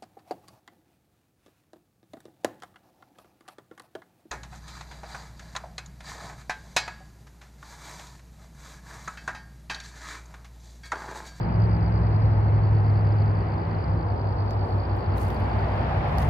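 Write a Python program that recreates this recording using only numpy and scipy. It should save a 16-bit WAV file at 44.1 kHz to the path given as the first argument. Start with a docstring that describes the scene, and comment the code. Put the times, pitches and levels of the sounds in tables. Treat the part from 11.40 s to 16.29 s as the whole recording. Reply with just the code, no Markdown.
"""A highway heard from afar through swampy woods: from the start coloured noise makes rumble, roar and sizzle.
A heavy engine, a stack of sine orders, draws away; a near cricket chirps in short falling sine sweeps, far
insects hiss behind it, and the person holding the microphones turns slowly. Sine drones of other engines come
in midway; then plants are brushed, as swishing noise and dry snaps, while a nearer vehicle's roar grows to a
peak close to the end. A faint microphone hiss lies under it all."""
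import sys
import numpy as np
from scipy import signal
from scipy.fft import rfft, irfft
from scipy.io import wavfile
from scipy.ndimage import map_coordinates

SR = 44100
rng = np.random.default_rng(int(sys.argv[2]) if len(sys.argv) > 2 else 0)


def master(y):
    """Save y as 16-bit WAV."""
    cut = np.clip(np.atleast_2d(y).T, -1, 1)
    pcm = np.round(cut * 32767)  # scale
    wavfile.write(sys.argv[1], SR, pcm.astype(np.int16))


N = 215776

# Spectra set only the shape of a noise; its loudness is given apart, as rms dB re full scale.
# In every left-right column, a positive level favours the left; a positive lag delays the left.

# Far lanes of the highway: columns [time_s, rumble_level_db, sizzle_level_db]
FAR_ROAD_LEVELS = [(0, -26.5, -45.5), (1, -27.5, -47.5), (2.3, -29.5, -46.5), (3.2, -31.5, -61.5),
                   (4, -30, -46.5), (4.89, -25.5, -43.5)]
# Low rumble of the far lanes: columns [frequency_hz, relative_density_db_per_hz]
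RUMBLE_SPECTRUM = [(10, -58), (20, -30.5), (32, -20), (45, -4), (60, 5), (82, 6), (118, 2.5), (150, 1),
                   (190, -7), (235, -5.5), (270, -19.5), (400, -71.5), (1500, -110)]
# Tyre roar of the far lanes: columns [frequency_hz, relative_density_db_per_hz]
ROAR_SPECTRUM = [(60, -51), (120, -29), (220, -6), (330, 0.5), (560, -4), (880, -1.5), (1240, -10.5),
                 (1800, -21.5), (2600, -54), (5000, -100)]
# Tyre sizzle of the far lanes: columns [frequency_hz, relative_density_db_per_hz]
SIZZLE_SPECTRUM = [(400, -63.5), (800, -25), (1300, 0.5), (2030, -3.5), (3000, -16), (3800, -23.5),
                   (5400, -32), (7000, -43.5), (11000, -91.5)]
# Sound straight from the road: columns [frequency_hz, share_of_power (0 to 1)]
DIRECT_SHARE = [(60, 0.045), (300, 0.29), (800, 0.22), (1400, .4), (2000, 0.15), (4000, 0.4)]
# Sound scattered by the trunks: columns [frequency_hz, left_right_correlation (-1 to 1)]
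SCATTER_LIKENESS = [(30, 1), (80, 0.99), (200, 1), (400, 0.58), (700, 0.084), (1000, 0.055), (1400, -0.18),
                    (2200, 0.22), (16000, -0.72)]
# Balance of the traffic noise: columns [frequency_hz, left_minus_right_db]
TRAFFIC_BALANCE = [(60, .3), (200, .3), (330, -1.2), (640, 1.8), (950, .5), (1410, 1), (2090, 1.5),
                   (3100, 2.5), (4600, 1)]
ROAR_DB, ROAD_LAG_MS = -33.5, -.42

# Heavy engine drawing away, its note sinking: columns [time_s, turns_per_s, loudest_order_level_db]
HEAVY_ENGINE = [(0, 21.5, -33), (.25, 21.5, -21), (.5, 21.3, -25.5), (.8, 21.1, -21), (1.27, 20.8, -19),
                (1.92, 20.65, -22.5), (2.05, 20.2, -30.5), (3, 20.4, -28.5), (3.6, 20.2, -31),
                (4.2, 20.3, -28.5), (4.5, 19.6, -35.5), (4.89, 19.9, -30.5)]
# Its other orders, swelling and fading: columns [start_s, end_s, order (multiple of turning), level_db]
ORDER_SWELLS = [(-0.5, 1.2, 3, -29), (2, 2.4, 3, -39.5), (2.5, 4.89, 3, -33.5), (0.76, 1.85, 7, -35),
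                (0, .55, 8, -31), (0.2, 1.66, 8, -42), (1.94, 2.63, 8, -36), (2, 0.72, 10, -41.5)]
LOUDEST_ORDER = 5
DRONE_WAVER_DB, DRONE_WAVER_HZ = .7, .25
DRONE_FADE_DB_PER_S = 78.5  # both in and out

# Nearer vehicle's tyre roar: columns [frequency_hz, relative_density_db_per_hz]
NEARER_TYRE_SPECTRUM = [(60, -50.5), (150, -6), (300, -18), (600, -3.5), (780, -0.5), (950, -7),
                        (1200, -11), (2000, -18.5), (3200, -28), (5000, -38.5), (7000, -61), (12000, -90)]
CLOSEST_S, CLOSEST_DB, NEARER_LAG_MS = 4.67, -30.5, -.15
PASSING_S = 0.55  # closest distance over speed

# Near cricket as the microphones turn: columns [time_s, level_db, left_minus_right_db]
CRICKET_LEVELS = [(0, -58.5, 1.5), (.8, -59, 4), (1.2, -62, 0), (1.65, -61, 0), (2.3, -63, 0.5),
                  (2.75, -62.5, 0.5), (3.15, -57, -3), (3.9, -61, 0), (4.3, -61.5, 2), (4.89, -64, -5)]
# Its arrival as the microphones turn: columns [time_s, left_lag_ms]
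CRICKET_LAG = [(0, -.15), (.7, -.12), (1.65, 0), (2.75, .05), (3.5, .17), (4.3, .205), (4.89, .09)]
# Successive chirps: one column [wing_strokes (count)]
CHIRP_STROKES = [4, 5, 4, 5, 5, 4, 4, 4, 5, 4, 5, 4, 5, 5, 4, 5, 5, 4, 4, 5, 5, 5, 4, 4, 4, 4, 4, 4, 5, 4,
                 5, 5, 4, 5, 4, 5, 4, 5, 4, 4, 4, 4, 4, 5, 6, 5, 5, 4]
FIRST_CHIRP_S, STROKE_PERIOD_S = -.0088, .0177
REST_S, REST_PER_STROKE_S = .01037, .00301  # a longer chirp earns a longer rest
SWEEP_S, SWEEP_FROM_HZ, SWEEP_TO_HZ = 0.012, 5100, 4144  # before each stroke's own pitch shift
FIRST_STROKE_DB = -2
STROKE_SPREAD_HZ, STROKE_SPREAD_DB = 60, 2.0
TRUNK_ECHO_DB, TRUNK_T60_S = -7, .07  # echo level re the direct song

# Far insects: columns [frequency_hz, relative_density_db_per_hz]
CHORUS_SPECTRUM = [(2500, -60.5), (3400, -55.5), (3900, -6), (4300, -2), (5000, -7), (5300, -10.5),
                   (5700, -45.5), (7000, -68.5)]
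CHORUS_DB = -64.5

# Microphone hiss: columns [frequency_hz, relative_density_db_per_hz]
HISS_SPECTRUM = [(1000, -28), (3000, -5), (5500, -7.5), (6500, -10), (8000, -6), (9200, -1.5), (12000, -6),
                 (14000, -15), (16500, -9)]
HISS_DB, CUTOFF_HZ = -78.5, 15750

# Drones of other engines: columns [start_s, end_s, start_pitch_hz, end_pitch_hz, level_db]
OTHER_DRONES = [(2.351, 2.75, 96, 96.03, -32.5), (2.948, 4.6, 95.6, 94.64, -30.5),
                (3.9, 4.352, 214, 210, -39), (4.45, 4.891, 125, 125.2, -37), (4.55, 4.887, 152, 151, -37.5)]

# Cloth and leaves brushed near the microphones: columns [start_s, held_s, level_db before flutter]
BRUSHES = [(3.105, .008, -70.5), (3.26, .12, -74), (3.56, .03, -73), (3.775, 0.069, -55),
           (3.87, 0.048, -66), (3.95, .7, -72.5), (4.681, 0.098, -69), (4.785, 0.036, -54.5),
           (4.85, .05, -70)]
# Brushed leaves: columns [frequency_hz, relative_density_db_per_hz]
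LEAF_SPECTRUM = [(1000, -51), (2500, -18), (4000, -4), (6500, -2), (7800, -4.5), (9500, -0.5), (12000, -2),
                 (13800, -5.5), (15200, -8), (16500, -5.5)]
BRUSH_RISE_DB_PER_S, BRUSH_FALL_DB_PER_S = 1001, 200

# Dry snaps, before filtering: columns [start_s, peak_level_db, left_minus_right_db, body_minus_crack_db]
SNAPS = [(3.108, -45, -7, 12), (3.384, -62, 3, -3), (3.522, -67, 0, 4), (3.566, -52, 0, -7),
         (3.585, -58, 1, -5), (3.690, -60, -1, -7), (3.761, -54, -2.5, 0), (3.781, -36.5, 4, 5),
         (3.903, -41.5, 6, 9), (3.945, -46, 1, 2), (4.002, -51, 4, -6), (4.183, -57, 7, -1),
         (4.784, -32, 0, 8), (4.803, -47, 0, 14), (4.824, -47, 0, 14.5), (4.829, -42, 3, 11)]
SNAP_T60_S = 0.012
SNAP_LOW_HZ, SNAP_SPLIT_HZ = 1500, 6000


def from_db(db):
    """Turn decibels into an amplitude factor."""
    return 10 ** (np.asarray(db) / 20)


def rms_one(x):
    """Scale to an rms of 1 over all samples and channels."""
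    return x / np.sqrt(np.mean(x ** 2) + 1e-20)


def in_time(rows):
    """Read each column of a time table at every sample, joined by straight lines."""
    s, *columns = np.transpose(rows)
    return [np.interp(np.arange(N) / SR, s, column) for column in columns]


def at_hz(points):
    """Read a spectrum table at every FFT bin, on a log-frequency axis."""
    hz, value = np.transpose(points)
    bin_hz = np.maximum(np.fft.rfftfreq(N, 1 / SR), 1)
    return np.interp(np.log(bin_hz), np.log(hz), value)


def drift(rate_hz):
    """Slow chance: noise at every 40th sample through a double one-pole low-pass; rms 1."""
    pole = np.exp(-80 * np.pi * rate_hz / SR)
    noise = rng.standard_normal(N // 40 + 2002)
    slow = signal.lfilter([1], [1, -2 * pole, pole * pole], noise)[2000:]  # skip the settling
    return np.interp(np.arange(N) / 40, np.arange(len(slow)), rms_one(slow))


def swell(start_s, end_s, level_db, rise_db_per_s, fall_db_per_s):
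    """A gain climbing in dB until its start and sinking in dB after its end."""
    t = np.arange(N) / SR
    below_rise = rise_db_per_s * np.maximum(start_s - t, 0)
    below_fall = fall_db_per_s * np.maximum(t - end_s, 0)
    return from_db(level_db - below_rise - below_fall)


def left_over_right(db):
    """Split a left-minus-right level evenly between the two channels, as gains."""
    return from_db(db * np.array([[.5], [-.5]]))


def arrive(wave, left_lag_ms):
    """One wave reaches both microphones, the left one late by the lag."""
    left_sample = np.arange(N) - np.clip(left_lag_ms, -2, 2) * SR / 1000
    left = map_coordinates(wave, [left_sample], order=3, mode="nearest")
    return np.array([left, wave])


def unrelated_noise(spectrum):
    """Coloured noise of its own in each channel, as from sources all around; rms 1."""
    white = rfft(rng.standard_normal((2, N)))
    return rms_one(irfft(white * from_db(at_hz(spectrum)), N))


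def traffic_noise(spectrum, left_lag_ms):
    """Coloured noise, part straight from the road, part scattered by the trunks; rms 1."""
    mid, side, straight = rfft(rng.standard_normal((3, N))) * from_db(at_hz(spectrum))
    alike = np.clip(at_hz(SCATTER_LIKENESS), -1, 1)
    share = np.clip(at_hz(DIRECT_SHARE), 0, 1)
    # shared and opposed noise mix to the wanted left-right correlation
    scattered = np.sqrt(1 + alike) * mid + np.sqrt(1 - alike) * side * [[1], [-1]]
    scattered = scattered * np.sqrt((1 - share) / 2)
    late = np.exp(-2j * np.pi * np.fft.rfftfreq(N, 1 / SR) * left_lag_ms / 1000)
    direct = straight * np.sqrt(share) * [late, np.ones_like(late)]
    balance = left_over_right(at_hz(TRAFFIC_BALANCE))
    return rms_one(irfft((scattered + direct) * balance, N))


def far_road():
    """Rumble, tyre roar and sizzle of the far lanes, each a band of noise with its own level."""
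    rumble_db, sizzle_db = in_time(FAR_ROAD_LEVELS)
    rumble = from_db(rumble_db) * traffic_noise(RUMBLE_SPECTRUM, ROAD_LAG_MS)
    roar = from_db(ROAR_DB + 0.24 * drift(3.1)) * traffic_noise(ROAR_SPECTRUM, ROAD_LAG_MS)
    sizzle = from_db(sizzle_db + 0.33 * drift(12.0)) * traffic_noise(SIZZLE_SPECTRUM, ROAD_LAG_MS)
    return rumble + roar + sizzle


def drone(hz, gain):
    """A firing tone that wavers a little in level and pitch on its long way through the air."""
    turns = np.cumsum(hz + DRONE_WAVER_HZ * drift(3.07)) / SR + rng.random()
    tone = np.sqrt(2) * np.sin(2 * np.pi * turns)  # rms 1
    return gain * from_db(DRONE_WAVER_DB * drift(2.7)) * tone


def heavy_engine():
    """One engine's orders: tones at whole multiples of its turning rate."""
    turns_per_s, level_db = in_time(HEAVY_ENGINE)
    out = drone(LOUDEST_ORDER * turns_per_s, from_db(level_db))
    for order in sorted({round(row[2]) for row in ORDER_SWELLS}):
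        gains = [swell(start_s, end_s, db, DRONE_FADE_DB_PER_S, DRONE_FADE_DB_PER_S)
                 for start_s, end_s, number, db in ORDER_SWELLS if round(number) == order]
        out += drone(order * turns_per_s, np.max(gains, axis=0))
    return arrive(out, ROAD_LAG_MS)


def nearer_vehicle():
    """Tyre roar of a nearer vehicle drawing up, its amplitude going as one over distance."""
    distance = np.hypot(1, (np.arange(N) / SR - CLOSEST_S) / PASSING_S)  # re the closest
    return from_db(CLOSEST_DB) / distance * traffic_noise(NEARER_TYRE_SPECTRUM, NEARER_LAG_MS)


def cricket_song():
    """Wing strokes at a steady pace until the rest before the next chirp; each falls in pitch."""
    t = np.arange(round(SWEEP_S * SR)) / SR
    turns = np.cumsum(np.interp(t, [0, SWEEP_S], [SWEEP_FROM_HZ, SWEEP_TO_HZ])) / SR
    shape = np.hanning(len(t)) ** .7
    song, chirp_s = np.zeros(N + SR), FIRST_CHIRP_S
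    for strokes in CHIRP_STROKES:
        chance = rng.standard_normal((8, 3))  # each stroke's own level, pitch and phase
        for k in range(strokes):
            level_db = FIRST_STROKE_DB * (k == 0) + STROKE_SPREAD_DB * chance[k, 0]
            shifted_turns = turns + STROKE_SPREAD_HZ * chance[k, 1] * t + chance[k, 2]
            at = round((chirp_s + k * STROKE_PERIOD_S) * SR)
            if at >= 0:
                song[at:at + len(t)] += from_db(level_db) * shape * np.sin(2 * np.pi * shifted_turns)
        chirp_s += strokes * (STROKE_PERIOD_S + REST_PER_STROKE_S) + REST_S
    return song[:N]


def cricket():
    """The near song at two turning microphones, with echoes thrown back by trunks and water."""
    song = cricket_song()
    level_db, pan_db = in_time(CRICKET_LEVELS)
    left_lag_ms, = in_time(CRICKET_LAG)
    age = np.arange(SR // 5) / SR
    scatter = rng.standard_normal((2, len(age))) * from_db(-60 * age / TRUNK_T60_S)
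    echoes = rms_one(signal.fftconvolve(song[None], scatter, axes=1)[:, :N])
    near = rms_one(arrive(song, left_lag_ms)) * left_over_right(pan_db)
    return from_db(level_db) * (near + from_db(TRUNK_ECHO_DB) * echoes)


def far_insects():
    """Many distant singers merged into a band of noise whose level flickers slightly."""
    return from_db(CHORUS_DB + 1.0 * drift(11.0)) * unrelated_noise(CHORUS_SPECTRUM)


def microphone_hiss():
    """Faint noise of the microphones' own, unrelated left to right."""
    return from_db(HISS_DB + 1.0 * drift(6.0)) * unrelated_noise(HISS_SPECTRUM)


def other_engines():
    """Far drones of other engines, each a single tone gliding between two pitches."""
    out = np.zeros(N)
    for start_s, end_s, from_hz, to_hz, level_db in OTHER_DRONES:
        hz, = in_time([(start_s, from_hz), (end_s, to_hz)])
        out += drone(hz, swell(start_s, end_s, level_db, DRONE_FADE_DB_PER_S, DRONE_FADE_DB_PER_S))
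    return arrive(out, ROAD_LAG_MS)


def brushing():
    """A swish of leaf noise made grainy by fast chance changes of level."""
    touch = sum(swell(start_s, start_s + held_s, level_db, BRUSH_RISE_DB_PER_S, BRUSH_FALL_DB_PER_S)
                for start_s, held_s, level_db in BRUSHES)
    grain = from_db(2.5 * drift(200) + .7 * drift(40))
    return touch * grain * unrelated_noise(LEAF_SPECTRUM)


def dry_snaps():
    """Decaying noise bursts, each split into a bright crack and a duller body."""
    age = np.arange(SR // 40) / SR
    crack, body = np.zeros((2, 2, N + len(age)))
    for start_s, peak_db, pan_db, body_db in SNAPS:
        decay = from_db(peak_db - 60 * age / SNAP_T60_S)
        burst = rng.standard_normal((2, len(age))) * decay * left_over_right(pan_db)
        at = round(start_s * SR)
        crack[:, at:at + len(age)] += burst
        body[:, at:at + len(age)] += burst * from_db(body_db)
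    bright = signal.butter(2, SNAP_SPLIT_HZ, "high", fs=SR, output="sos")
    dull = signal.butter(2, [SNAP_LOW_HZ, SNAP_SPLIT_HZ], "band", fs=SR, output="sos")
    return (signal.sosfilt(bright, crack) + signal.sosfilt(dull, body))[:, :N]


def scene():
    """Highway, engines, cricket, far insects and brushed plants, summed at the two microphones."""
    highway = far_road() + heavy_engine() + nearer_vehicle() + other_engines()
    insects = cricket() + far_insects()
    plants = brushing() + dry_snaps()
    return highway + insects + plants


def record(dry):
    """The microphones add a faint hiss; a steep low-pass cuts the top."""
    low_pass = signal.ellip(10, .5, 70, CUTOFF_HZ, fs=SR, output="sos")  # ripple, stopband in dB
    return signal.sosfilt(low_pass, dry + microphone_hiss())


dry = scene()
out = record(dry)
master(out)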